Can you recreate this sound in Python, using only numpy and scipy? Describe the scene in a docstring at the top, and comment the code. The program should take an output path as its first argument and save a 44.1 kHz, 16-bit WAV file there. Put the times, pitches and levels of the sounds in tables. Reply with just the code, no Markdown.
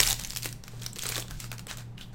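"""Trading cards at a desk

A small room, one microphone close to the hands. Cards in plastic sleeves and stiff holders are handled
over a desk: edges catch and snap, faces slide with a fine stick-slip grain, the stack knocks softly.
Moving arms shake the desk. Behind it all, two close low hums beat over the rumble of the room."""
import sys
import numpy as np
from scipy import signal
from scipy.fft import rfft, irfft, next_fast_len
from scipy.io import wavfile

SR = 44100
rng = np.random.default_rng(int(sys.argv[2]) if len(sys.argv) > 2 else 0)


def wav_out(sig):
    """Save sig, one row per channel (or a flat mono array), as 16-bit PCM at SR to the path in sys.argv[1]."""
    wavfile.write(sys.argv[1], SR, np.round(np.clip(np.atleast_2d(sig).T, -1, 1) * 32767).astype(np.int16))


N = 94506

# an edge or a crease snaps: t/s, level/dB, ring f/Hz, ring lift/dB, body/dB, treble/dB
EDGE_SNAPS = [(0.0022, -12.5, 5230, 13, -7.5, -10), (0.0051, -20, 8100, 11, -7, -6),
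              (0.013, -22, 7900, 25, -18, -14), (0.031, -19, 3470, 19, -6, 2.5),
              (0.0344, -20.5, 3600, 6, -43, -10), (0.049, -27.5, 5600, 23, -4, -2),
              (0.0576, -38, 7850, 6, -16, 0), (0.0672, -23.5, 7160, 9, -2.5, -5),
              (0.074, -21.5, 5500, 16, -11, -3), (0.0762, -26, 7400, 9, -4, -9),
              (0.0861, -24, 7800, 4, -11.5, -7), (0.0892, -26, 8500, 15, -16, -4),
              (0.0958, -28, 4300, 3, -3, -4), (0.101, -21, 8300, 10, -18, -1),
              (0.1082, -20.5, 3730, 15.5, -9, -8), (0.1162, -26.5, 7000, 12, -1.5, 0),
              (0.121, -27, 6000, 17, -5, -2), (0.129, -21.5, 3730, 1, -7.5, -8.5),
              (0.142, -33.5, 5400, 13, -8, -21), (0.1969, -31.5, 4000, 6.5, -1, -5),
              (0.2124, -37, 5070, 15, -5, -3), (0.2375, -34.5, 6260, 7, -17, -6),
              (0.248, -29, 6200, 12, -20, -12), (0.273, -37, 6870, 14, -15, 1),
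              (0.2996, -36, 7700, 21, -14, -9), (0.3057, -30.5, 5300, 7, -15.5, -11),
              (0.334, -38, 3000, -1, -1, -14), (0.3506, -36.5, 4640, 17, -28, -2),
              (0.3622, -28.5, 5150, 1, -10, -12.5), (0.3713, -25, 4500, 10.5, -20, -4.5),
              (0.424, -36, 8040, 12, -22, -11), (0.4314, -30.5, 4400, 15.5, -19, -2),
              (0.4454, -31.5, 7100, 6, -9, -4), (0.458, -27.5, 2730, 5.5, -4, -6),
              (0.4898, -39, 7000, 11, -24, -11), (0.5275, -36, 5660, 14.5, -4, -2.5),
              (0.638, -39.5, 5400, 12.5, 2, -12), (0.6802, -38.5, 5540, 9, -3, -12),
              (0.8183, -42.5, 8150, 4, -19, -12), (0.8214, -38.5, 3300, 15, -6, -12),
              (0.8336, -38, 7800, 9, -5, -8), (0.863, -33.5, 4220, 21, -12, -13),
              (0.8636, -28, 5620, 19, -5, 0.5), (0.9316, -37.5, 7600, 17, -11, -2),
              (0.9597, -36.5, 2650, 8, -11, -6), (0.966, -40.5, 4500, 4, -1, -16),
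              (0.9867, -34.5, 8500, 8, -7.5, -11), (0.9919, -31, 3380, 9.5, -26, -11),
              (1.0228, -31, 6200, 14, -24, -13), (1.0346, -31, 4560, 7, -1, -5),
              (1.038, -36, 4560, 8, -8, 0), (1.056, -32.5, 4400, 10, -2, -19),
              (1.0662, -27.5, 8450, 14, -13, -5), (1.089, -29, 8000, 10, -27, -18),
              (1.091, -27, 6540, -4, -11, -1), (1.1, -31, 8100, 4, -8, 4),
              (1.1211, -29.5, 2340, 13, -6, -27), (1.1473, -33, 4230, 16, -24, -10),
              (1.1572, -27, 3630, 9.5, -10, -20), (1.1664, -29, 6160, 6, -3.5, -7),
              (1.18, -28, 3700, 2, -9, -10), (1.2025, -34.5, 6950, 14, -14, 3),
              (1.2241, -35, 3470, 5, -1, -6.5), (1.282, -41.5, 3470, 13, -1, -13),
              (1.3096, -37.5, 1370, 15, -3.5, -8), (1.402, -32.5, 7420, 6, -20, -9.5),
              (1.4422, -37, 4700, 8, -1, -16), (1.5164, -31.5, 2400, 13, -6, -6.5),
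              (1.5289, -38, 6640, 13, 2.5, -12), (1.582, -39.5, 6200, 6, -6, -11),
              (1.594, -37.5, 5000, 5.5, -10, -12), (1.6688, -37, 8300, 12, -1, -7),
              (1.712, -31.5, 3920, 6.5, -3, -24), (1.772, -38.5, 7260, 11.0, -1.5, -3),
              (1.784, -44, 6000, 3, -4, -8.5), (1.9798, -43.5, 2640, 30, -7, -27),
              (2.0115, -41, 3020, 20, 3.5, -27.5)]
# spectrum of a plain snap: f/Hz, level/dB
SNAP_SPECTRUM = [(100, -2.5), (400, -10), (1000, -7.5), (2200, 1.5), (4000, 1), (8000, 0), (10000, -4.5),
                 (16000, -7.5)]
# plastic slides on plastic: t/s, length/s, level/dB, body lift/dB, treble lift/dB
PLASTIC_SLIDES = [(-0.01, 0.034, -27.5, 2, -1.5), (0.034, 0.069, -33.5, -4.5, -1.5),
                  (0.175, 0.095, -44, 0.5, -2.5), (0.285, 0.052, -46, -3.5, -2), (0.353, 0.028, -42, -1, 3),
                  (0.421, 0.033, -41.5, 0, 2), (0.446, 0.012, -38, 1, -1), (0.484, 0.029, -57, -11, 3),
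                  (0.631, 0.19, -55, 3.5, -6), (0.811, 0.075, -49, 3, -2), (0.951, 0.03, -48.5, -3, -1),
                  (0.984, 0.036, -44, -0.5, -6), (1.018, 0.09, -39.5, -1.5, -5),
                  (1.108, 0.074, -38.5, 3.5, -4.5), (1.187, 0.019, -41.5, -5, -1),
                  (1.291, 0.026, -50.5, 6, 0), (1.32, 0.1, -52.5, -18, -6.5), (1.39, 0.07, -45, 1, -3.5),
                  (1.512, 0.027, -46.5, 10, -3.5), (1.584, 0.02, -53, 8, 1), (1.674, 0.061, -42, 4.5, -9),
                  (1.77, 0.037, -47, 6, -5.5), (2.018, 0.066, -67, 3, 1), (2.123, 0.028, -55, 7, -9)]
# spectrum of sliding plastic: f/Hz, level/dB
SLIDE_SPECTRUM = [(100, -20), (300, -10), (700, -5.5), (1150, -5), (2000, -0.5), (2900, -3), (3650, -1),
                  (4200, -1), (6000, -2.5), (8200, -1.5), (9800, -6), (13000, -3.5), (16000, -8.5)]
# card scuffs against sleeve: t/s, length/s, level/dB, ring f/Hz
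CARD_SCUFFS = [(0.068, 0.051, -38, 790), (1.046, 0.0085, -35.5, 1200), (1.301, 0.014, -46.5, 1480),
               (1.496, 0.0079, -54, 5200), (1.678, 0.022, -42.5, 2780), (1.69, 0.019, -44, 1620),
               (1.77, 0.04, -55.5, 1750), (1.972, 0.0065, -51, 2650), (2.005, 0.026, -49.5, 3460),
               (1.983, 0.033, -54.5, 1600)]
# spectrum of a scuff: f/Hz, level/dB
SCUFF_SPECTRUM = [(100, -38), (500, 1), (1500, 3.5), (4000, 6), (8000, 0.5), (16000, -4)]
# the stack knocks in the hands: t/s, level/dB, ring f/Hz, ring Q
STACK_KNOCKS = [(0.003, -29.5, 460, 2.1), (0.103, -45, 750, 2.8), (0.196, -47, 450, 1.5),
                (0.4575, -35, 301, 2.8), (0.735, -45.5, 400, 1.8), (0.81, -45.5, 414, 2.7),
                (0.966, -40.5, 425, 2.8), (1.056, -37.5, 420, 3.8), (1.098, -38, 400, 1.8),
                (1.164, -38.5, 400, 2.5), (1.1798, -29, 530, 1.4), (1.246, -45, 400, 1.3),
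                (1.517, -42, 710, 2.4), (1.668, -41.5, 510, 2)]
# spectrum of a knock: f/Hz, level/dB
KNOCK_SPECTRUM = [(60, -8.5), (200, -5), (350, -1.5), (520, -1), (760, -5.5), (1300, -1.5), (3000, -31),
                  (16000, -68.5)]
# arms shake the desk: t/s, length/s, level/dB, lift of the desk top's ring/dB
ARM_BUMPS = [(-0.02, 0.091, -38.5, 14.5), (0.114, 0.21, -44, -15), (1.281, 0.074, -41, 16.5)]
# spectrum of the shaken desk: f/Hz, level/dB
DESK_SPECTRUM = [(15, -11), (27, -15), (36, 4), (50, -18), (90, -20.5), (155, -25.5), (230, -36),
                 (600, -64.5), (16000, -91)]
# steady hums in the room, the first two beating: f/Hz, level/dB
HUM_TONES = [(117.1, -46.5), (119.97, -50), (186.3, -57), (791, -76.5)]
# spectrum of the room tone: f/Hz, level/dB
ROOM_TONE_SPECTRUM = [(15, 2.5), (35, -1), (60, -7), (88, -13), (150, -5), (185, -9), (230, -11.5),
                      (320, -19), (500, -25.5), (900, -28), (1600, -34), (4000, -44.5), (8000, -49.5),
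                      (16000, -61)]

BODY_HZ, TREBLE_HZ = 1770, 9030   # body lies below, treble above
PLAIN_BODY_DB, PLAIN_TREBLE_DB = -9.5, -9   # a snap with these table values keeps the plain colour
SNAP_REF_S, KNOCK_REF_S = 0.003, 0.0027   # a hit's level is its energy spread over this time
SLEEVE_OFF_S = 1.25   # once the loose sleeve is pulled away, the cards glide with little crinkle


def snaps():
    """Close up, each snap is a sharp crack, ringing at the pitch of the bent plastic."""
    crack_s, scatter_s, scatter_db = 0.00046, 0.0026, -5.5   # the scatter comes off hands and desk
    release_kick, trim_db = 2, 0.5
    out, t = np.zeros(N), np.arange(SR // 20) / SR
    envelope = np.exp(-t / crack_s) + from_db(scatter_db) * np.exp(-t / scatter_s)
    for start, db, hz, ring_db, body_db, treble_db in EDGE_SNAPS:
        crack = envelope * rng.standard_normal(len(t))
        crack[0] = release_kick
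        crack = ringing(coloured(crack, SNAP_SPECTRUM), hz, q=9.6, lift_db=ring_db)
        crack = shelved(crack, body_db - PLAIN_BODY_DB, treble_db - PLAIN_TREBLE_DB)
        add(out, start, from_db(db + trim_db) * unit_hit(crack, SNAP_REF_S))
    return out


def slides():
    """Sleeves and holders rub together in bright, grainy strokes, with crinkle riding on them."""
    crinkle_db = np.where(np.arange(N) / SR < SLEEVE_OFF_S, -3.5, -11.5)
    rub = friction() + from_db(crinkle_db) * crinkle()
    rub = rms_one(coloured(rub, SLIDE_SPECTRUM))
    out = np.zeros(N)
    for start, length, db, body_db, treble_db in PLASTIC_SLIDES:
        envelope = stroke(start, length, attack_s=0.012, release_s=0.017)
        out += from_db(db) * envelope * shelved(rub, body_db, treble_db)
    return out


def friction():
    """Faces stick and slip: tiny grains of uneven size over a smooth hiss."""
    grains_per_s, spread_db, hiss_share = 2500, 3, 0.54
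    sizes = from_db(spread_db * np.minimum(rng.exponential(1, N), 4))
    signs = rng.choice([-1, 1], N)
    grains = sizes * signs * (rng.random(N) < grains_per_s / SR)
    return np.sqrt(1 - hiss_share) * rms_one(grains) + np.sqrt(hiss_share) * rng.standard_normal(N)


def crinkle():
    """The sleeves give small random ticks, each at a pitch of its own."""
    ticks_per_s, spread_db, decay_s = 380, 4.5, 0.00036
    out, t = np.zeros(N), np.arange(SR // 200) / SR
    for when, size, pitch in rng.random((int(ticks_per_s * N / SR), 3)):
        burst = np.exp(-t / decay_s) * rng.standard_normal(len(t))
        tick = ringing(burst, hz=2200 * 4 ** pitch, q=9.9, lift_db=9.5)
        db = spread_db * min(-np.log(1 - size), 3.5)   # many faint ticks, a few loud ones
        add(out, when * N / SR, from_db(db) * rms_one(tick))
    return rms_one(out)


def scuffs():
    """Card rubs on sleeve in short, duller strokes, each bringing out one resonance."""
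    rub = coloured(friction(), SCUFF_SPECTRUM)
    out = np.zeros(N)
    for start, length, db, hz in CARD_SCUFFS:
        envelope = stroke(start, length, attack_s=0.0076, release_s=0.017)
        out += from_db(db) * envelope * rms_one(ringing(rub, hz, q=6.2, lift_db=17))
    return out


def knocks():
    """The stack knocks: one push and a brief rattle; the grip sets the pitch and width of the ring."""
    push, rattle_s = 15.7, 0.013
    out, t = np.zeros(N), np.arange(SR // 10) / SR
    for start, db, hz, q in STACK_KNOCKS:
        force = np.exp(-t / rattle_s) * rng.standard_normal(len(t))
        force[0] = push
        thud = ringing(coloured(force, KNOCK_SPECTRUM), hz, q, lift_db=19)
        add(out, start, from_db(db) * unit_hit(thud, KNOCK_REF_S))
    return out


def desk():
    """Under the hands, the desk rumbles as the arms move, with a low ring of its top."""
    rumble = rms_one(coloured(rng.standard_normal(N), DESK_SPECTRUM))
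    out = np.zeros(N)
    for start, length, db, ring_db in ARM_BUMPS:
        envelope = stroke(start, length, attack_s=0.011, release_s=0.063)
        out += from_db(db) * envelope * ringing(rumble, hz=151, q=3.5, lift_db=ring_db)
    return out


def room_tail(x):
    """The small room returns a short diffuse tail to the microphone, darkening as it dies."""
    split_hz, low_t60_s, treble_t60_s = 5000, 0.42, 0.33
    delay_s, tail_db = 0.0068, -12
    t = np.arange(SR // 2) / SR
    noise = rng.standard_normal(len(t))
    low = signal.sosfiltfilt(signal.butter(2, split_hz, fs=SR, output="sos"), noise)
    treble = noise - low
    tail = low * from_db(-60 * t / low_t60_s) + treble * from_db(-60 * t / treble_t60_s)
    tail *= t > delay_s
    return from_db(tail_db) * signal.fftconvolve(x, tail / np.sqrt(np.sum(tail ** 2)))[:N]


def hum():
    """Steady tones in the background; the lowest two lie close in pitch and beat."""
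    crest_s = 0.465   # a moment when the two swell together
    t = np.arange(N) / SR - crest_s
    return sum(np.sqrt(2) * from_db(db) * np.cos(2 * np.pi * hz * t) for hz, db in HUM_TONES)


def room_tone():
    """The dull, steady noise of the room around the microphone."""
    return from_db(-46) * rms_one(coloured(rng.standard_normal(N), ROOM_TONE_SPECTRUM))


def from_db(db):
    """Decibels to gain."""
    return 10 ** (np.asarray(db) / 20)


def rms_one(x):
    """Scale to rms 1."""
    return x / np.sqrt(np.mean(x ** 2) + 1e-20)


def unit_hit(x, span_s):
    """Scale a hit so that its energy, spread over span_s, has rms 1."""
    return x * np.sqrt(span_s * SR / np.sum(x ** 2))


def add(out, start_s, x):
    """Mix a short sound in at a time."""
    i = max(int(start_s * SR), 0)
    out[i:i + len(x)] += x[:max(N - i, 0)]


def coloured(x, spectrum):
    """Causal (minimum-phase) filter that follows points of f/Hz, level/dB."""
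    size = 2 * next_fast_len(len(x))
    hz, db = np.transpose(spectrum)
    grid_hz = np.maximum(np.arange(size // 2 + 1) * SR / size, 1)
    gain = from_db(np.interp(np.log(grid_hz), np.log(hz), db))
    cepstrum = irfft(np.log(gain))
    cepstrum[1:size // 2] *= 2   # fold onto positive time: nothing sounds ahead of a hit
    cepstrum[size // 2 + 1:] = 0
    return irfft(rfft(x, size) * np.exp(rfft(cepstrum)))[:len(x)]


def shelved(x, body_db, treble_db):
    """Lift or lower the body and the treble, each across half an octave."""
    step = 2 ** 0.25
    return coloured(x, [(BODY_HZ / step, body_db), (BODY_HZ * step, 0),
                        (TREBLE_HZ / step, 0), (TREBLE_HZ * step, treble_db)])


def ringing(x, hz, q, lift_db):
    """Lift or lower one resonance in a sound."""
    resonance = signal.lfilter(*signal.iirpeak(hz, q, fs=SR), x)
    return x + (from_db(lift_db) - 1) * resonance


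def stroke(start_s, length_s, attack_s, release_s):
    """Envelope of one movement: rise, hold, exponential release."""
    t = np.arange(N) / SR - start_s
    return np.clip(t / attack_s, 0, 1) * np.exp(-np.maximum(t - length_s, 0) / release_s)


def scene():
    """At the microphone, in mono: cards in front, the desk below, hum and room tone behind."""
    cards = snaps() + slides() + scuffs() + knocks()
    return (cards + room_tail(cards) + desk() + hum() + room_tone())[None]


def record(dry):
    """The microphone chain cuts the very top steeply."""
    cutoff_hz = 15800
    return signal.sosfilt(signal.ellip(10, 0.1, 80, cutoff_hz, fs=SR, output="sos"), dry)


dry = scene()
out = record(dry)
wav_out(out)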